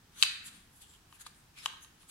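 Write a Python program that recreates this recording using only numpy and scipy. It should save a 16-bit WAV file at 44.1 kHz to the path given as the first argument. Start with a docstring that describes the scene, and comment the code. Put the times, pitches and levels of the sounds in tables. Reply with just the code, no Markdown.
"""An interlocking wooden puzzle, worked by two hands above a table in a quiet room.
Bars slide in their notches with a dry hiss of tiny slips, then hit their stops and ring:
a loose bar clacks brightly, the locked cluster in the hand knocks lower.
The room rings on for half a second over a low rumble."""
import sys
import numpy as np
from scipy import signal
from scipy.fft import rfft, irfft
from scipy.io import wavfile

SR = 44100
rng = np.random.default_rng(int(sys.argv[2]) if len(sys.argv) > 2 else 0)


def to_wav(s):
    """Save 16-bit WAV."""
    ch = np.atleast_2d(s).T  # columns
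    pcm = np.round(np.clip(ch, -1, 1) * 32767)  # PCM
    wavfile.write(sys.argv[1], SR, pcm.astype(np.int16))


N = 92610
TIME_S, FREQ_HZ = np.arange(N) / SR, np.fft.rfftfreq(N, 1 / SR)

# Bars hitting stops. Each row: start in seconds, levels of loose bar, seated bar, cluster and crack in dB,
# left over right in dB, right-channel lag in ms, room send in dB.
BLOWS = [(.2256, -5.5, -21, -29, -16, 8, .07, -1), (.2262, -8, -31.5, -43.5, -27.5, -7, .07, -1.5),
         (0.2275, -24.5, -23, -42.5, -25, 6.5, .04, -1.5), (0.2319, -20, -22, -38.5, -35, 11, .03, 4.5),
         (0.2339, -17, -26, -32.5, -15.5, 4.5, .04, 0), (.938, -57, -63, -66, -51, 0, 0.026, -2),
         (1.1259, -58.5, -47.5, -45, -52.5, 0, .04, 1), (1.264, -40.5, -52, -38, -41.5, -2.5, .06, -6),
         (1.2681, -42, -54, -42.5, -36.5, 1, .06, -4), (1.347, -68, -70, -75, -56.5, 4, .02, -2),
         (1.6590, -43, -15.5, -23, -27, 5.5, 0.057, -1.5), (1.737, -62, -58, -49, -60, -18, .03, -3),
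         (1.770, -51, -64, -60, -63, -9, .03, -1.5), (1.8467, -58, -47, -51.5, -54, -6, .03, -5),
         (2.031, -66, -56, -58.5, -60, -6, .03, -1.5)]
# Wood modes. Each row: frequency in Hz, level in dB, T60 in seconds, left over right in dB.
LOOSE_BAR_MODES = [(2200, -24, .014, -2.5), (2600, -9.5, 0.0186, 2.5), (3245, -15, 0.0081, 3.5),
                   (3700, -12, .011, -9), (4050, -1.5, .010, -8), (4496, -10, .010, -5.5),
                   (4920, -14, 0.0071, 6), (6310, -20.5, .016, 4.5), (7090, -23.5, 0.019, 4),
                   (8340, -20.5, .02, 5)]
SEATED_BAR_MODES = [(2210, -22, .014, 1.5), (2850, -5.5, .009, -1), (3130, -1.5, 0.0099, 2),
                    (3530, -14.5, 0.0054, -2), (3900, -9, .014, -4), (4660, -18.5, .012, 1),
                    (6580, -15.5, .011, -0.5), (8300, -25.5, .02, -1)]
HELD_CLUSTER_MODES = [(480, -24.5, 0.018, 2.5), (901, -10.5, 0.028, 1), (1059, -9, 0.026, -4.5),
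                      (1233, -6.5, .02, -2.5), (1590, -13, 0.019, -3.5), (1850, -15, .02, 0)]
# Sliding bars. Each row: peak time, swell and release in seconds, level in dB, treble shelf in dB,
# left over right in dB, squeak frequency in Hz, squeak over hiss in dB.
PUSHES = [(.222, 0.049, 0.0064, -42.5, 2.5, 6, 8200, -12), (0.189, 0.054, 0.015, -55, -29, -1.5, 3750, -12),
          (.205, 0.054, .012, -55.5, 22, 1, 6200, 0.5), (.468, 0.029, 0.028, -46, 12, 1, 7560, -12),
          (0.483, 0.014, 0.018, -49, -4, -1, 7600, -10.5), (.55, 0.067, 0.11, -59.5, -2.5, 3.5, 8800, -9),
          (.775, 0.076, 0.056, -62.5, 18, 0.5, 11300, -5.5), (.822, .02, 0.029, -52.5, 6.5, 1, 8070, -11.5),
          (.84, .03, .035, -68, -3, 0, 3230, 7), (.91, 0.079, 0.066, -62.5, 3, 2.5, 7500, -2.5),
          (.95, .025, .035, -65.5, 2, -2, 3150, 0), (1.155, 0.064, 0.026, -60.5, 11, 3.5, 2624, -5),
          (1.212, 0.025, 0.016, -53, 2, -1.5, 1600, -5.5), (1.218, 0.019, 0.013, -48.5, 9.5, 3, 6700, -9),
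          (1.265, 0.016, 0.019, -57, -9, 16, 8360, -12), (1.37, 0.034, 0.08, -67.5, 19, 2, 8430, -5),
          (1.586, .03, 0.047, -51, -6.5, 1, 2450, -4), (1.60, .035, .05, -62, -3.5, 1.5, 5260, 3.5),
          (1.654, 0.045, 0.03, -48, -3, 3, 9560, -13), (1.695, .025, .09, -57, -14, 0, 3800, -1),
          (1.833, 0.024, 0.029, -54.5, 20.5, 2.5, 6450, -3),
          (2.021, 0.033, 0.049, -61.5, -0.5, 3, 9750, -6), (2.102, 0.023, 0.016, -50, 6.5, 1.5, 7950, -10)]
# Spectra of contact, rubbing and background. Each row: frequency in Hz, relative level in dB.
CRACK_SPECTRUM = [(200, -24.5), (600, -21), (1100, -4), (1700, -8), (2800, -3), (4000, -1), (5700, -3),
                  (7000, -1.5), (11000, -6), (13500, -18.5), (16000, -36)]
RUB_SPECTRUM = [(200, -12.5), (650, -17.5), (1250, -1), (2000, -5.5), (3400, 3), (4500, -0.5), (5600, -7.5),
                (7000, 0), (9000, -2.5), (10200, 0.5), (11400, -3), (12400, -11.5), (13200, -9),
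                (14200, -16), (16000, -20)]
BACKGROUND_SPECTRUM = [(12, -38.5), (20, -4), (116, -4), (171, -6.5), (352, -13), (581, -21.5),
                       (686, -18.5), (857, -15.5), (1820, -17), (1980, -20.5), (3260, -19.5), (4550, -22),
                       (4950, -21), (5690, -22), (15500, -30)]
# Room tail. Each row: frequency in Hz, level in dB, T60 in seconds.
ROOM_BANDS = [(300, -3, .4), (643, -5, 0.15), (1200, -6.5, 0.68), (1950, 1.5, 0.79), (2446, -5.5, 0.61),
              (3080, -9, 0.56), (4046, -5, .52), (5500, -6, .48), (7200, -8.5, 0.49), (11300, -8.5, 0.48),
              (16000, -14.5, .25)]
# Background stereo image. Each row: frequency in Hz, left-right correlation from 0 to 1.
BACKGROUND_CORRELATION = [(30, .995), (90, .97), (180, .9), (400, .55), (1000, .25), (4000, .1),
                          (16000, .1)]


def knocks(crack_s=0.00045, scatter_s=0.012, scatter_db=-17.5, table_delay_s=0.0026, table_db=-11.5):
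    """Each blow cracks, rings the wood and reflects off the table. Returns direct sound and room send."""
    direct, send = np.zeros((2, 2, N))
    t = TIME_S[:N // 25]
    crack_taps = minimum_phase(CRACK_SPECTRUM)[None]
    # Contact, then its scatter among bars and fingers.
    envelope = np.exp(-t / crack_s) + amp(scatter_db) * np.exp(-t / scatter_s)
    for start_s, loose_db, seated_db, cluster_db, crack_db, pan_db, lag_ms, send_db in BLOWS:
        burst = envelope * rng.choice([-1., 1.], (2, len(t)))
        crack = signal.fftconvolve(burst, crack_taps)[:, :len(t)]
        loose = amp(loose_db) * wood_ring(LOOSE_BAR_MODES, t, lag_ms, step_rad=2.4)
        seated = amp(seated_db) * wood_ring(SEATED_BAR_MODES, t, lag_ms, step_rad=2.6)
        cluster = amp(cluster_db) * wood_ring(HELD_CLUSTER_MODES, t, lag_ms, step_rad=1.84)
        blow = pan(pan_db) * (loose + seated + cluster + amp(crack_db) * crack)
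        add(direct, start_s, blow)
        add(direct, start_s + table_delay_s, amp(table_db) * blow)
        add(send, start_s, amp(send_db) * blow)
    return direct, send


def wood_ring(modes, t, lag_ms, step_rad, contact_s=0.00033):
    """Damped modes start out of phase, so the knock blooms over a few cycles. The right channel lags."""
    ring = np.zeros((2, len(t)))
    age_s = np.maximum(t - np.array([[0], [lag_ms / 1000]]), 0)
    for k, (hz, db, t60_s, pan_db) in enumerate(modes):
        ring += pan(pan_db) * amp(db - 60 * age_s / t60_s) * np.sin(2 * np.pi * hz * age_s - k * step_rad)
    return ring * (1 - np.exp(-age_s / contact_s))


def slides(slips_per_s=16000, spread_db=2, fade_db=15.5, shelf_hz=5500, squeak_width_hz=380):
    """Dense tiny slips excite the wood and one squeaky resonance, swelling and easing with the push."""
    rubbing = np.zeros((2, N))
    shelf = FREQ_HZ ** 4 / (FREQ_HZ ** 4 + shelf_hz ** 4)
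    wood_db = lookup(RUB_SPECTRUM, FREQ_HZ)
    for peak_s, swell_s, release_s, db, treble_db, pan_db, squeak_hz, squeak_db in PUSHES:
        slipping = rng.random(N) < slips_per_s / SR
        sizes = amp(spread_db * np.minimum(rng.exponential(1, N), 4))
        slips = slipping * sizes * rng.standard_normal((2, N))
        hiss = colour(slips, amp(wood_db + treble_db * shelf))
        squeak = colour(slips, 1 / (1 + 1j * (FREQ_HZ - squeak_hz) / squeak_width_hz) ** 2)
        from_peak = np.maximum((peak_s - TIME_S) / swell_s, (TIME_S - peak_s) / release_s)
        envelope = amp(db - fade_db * from_peak ** 1.3)
        rubbing += pan(pan_db) * envelope * (hiss + amp(squeak_db) * squeak)
    return rubbing


def room(send, gap_s=0.0045, build_s=0.011):
    """Diffuse tail, each band decaying at its own rate. Either side feeds both channels."""
    hz, t, noise = signal.stft(rng.standard_normal((2, 2, SR)), SR, nperseg=256)
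    t60_s = lookup(ROOM_BANDS, hz, column=2)[:, None]
    decay = amp(lookup(ROOM_BANDS, hz)[:, None] - 60 * t / t60_s)
    energy_norm = np.sqrt(np.log(1000) / (t60_s * SR))
    tail = signal.istft(noise * decay * energy_norm, SR, nperseg=256)[1][..., :SR]
    onset = np.clip((TIME_S[:SR] - gap_s) / build_s, 0, 1)
    return signal.fftconvolve(send[None], tail * onset, axes=2).sum(1)[:, :N]


def background(level_db=-63, swell_db=-65.5, peak_s=0.53, width_s=0.15, swell_hz=195.6, width_hz=66):
    """Near-mono rumble that swells once, under a faint wide hiss."""
    left, independent, swell_noise = rng.standard_normal((3, N))
    correlation = lookup(BACKGROUND_CORRELATION, FREQ_HZ)
    right = irfft(correlation * rfft(left) + np.sqrt(1 - correlation ** 2) * rfft(independent), N)
    steady = colour(np.array([left, right]), amp(lookup(BACKGROUND_SPECTRUM, FREQ_HZ)))
    swell = colour(swell_noise, np.exp(-((FREQ_HZ - swell_hz) / width_hz) ** 2 / 2))
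    envelope = np.exp(-((TIME_S - peak_s) / width_s) ** 2)
    return amp(level_db) * steady + amp(swell_db) * envelope * swell


def amp(db):
    """dB to gain."""
    return 10 ** (np.asarray(db) / 20)


def pan(db):
    """Left and right gains, db apart."""
    return amp([[db / 2], [-db / 2]])


def lookup(rows, hz, column=1):
    """Interpolates a column over log frequency."""
    table = np.array(rows)
    return np.interp(np.log(hz + 1), np.log(table[:, 0] + 1), table[:, column])


def colour(x, gain):
    """Filters by a gain per frequency, then scales to rms 1."""
    shaped = irfft(rfft(x) * gain, N)
    return shaped / np.sqrt(np.mean(shaped ** 2) + 1e-20)


def minimum_phase(spectrum):
    """Unit-energy impulse response with this spectrum and no pre-ring."""
    log_gain = np.log(amp(lookup(spectrum, abs(np.fft.fftfreq(1024, 1 / SR)))))
    response = np.exp(np.conj(signal.hilbert(log_gain)))
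    taps = np.fft.ifft(response).real[:512]
    return taps / np.linalg.norm(taps)


def add(mix, start_s, sound):
    """Mixes a stereo sound in at start_s."""
    part = mix[:, round(start_s * SR):][:, :sound.shape[1]]
    part += sound[:, :part.shape[1]]


def scene(low_cut_hz=327):
    """Puzzle, room tail and background. Small pieces radiate little bass."""
    direct, send = knocks()
    rubbing = slides()
    wood = direct + rubbing + room(send + rubbing)
    low_cut = signal.butter(2, low_cut_hz, "highpass", fs=SR, output="sos")
    return signal.sosfilt(low_cut, wood) + background()


def record(dry, cutoff_hz=15900):
    """Steep low-pass band limit."""
    taps = signal.firwin(511, cutoff_hz, window=("kaiser", 9), fs=SR)
    return signal.oaconvolve(dry, taps[None], "same")


dry = scene()
out = record(dry)
to_wav(out)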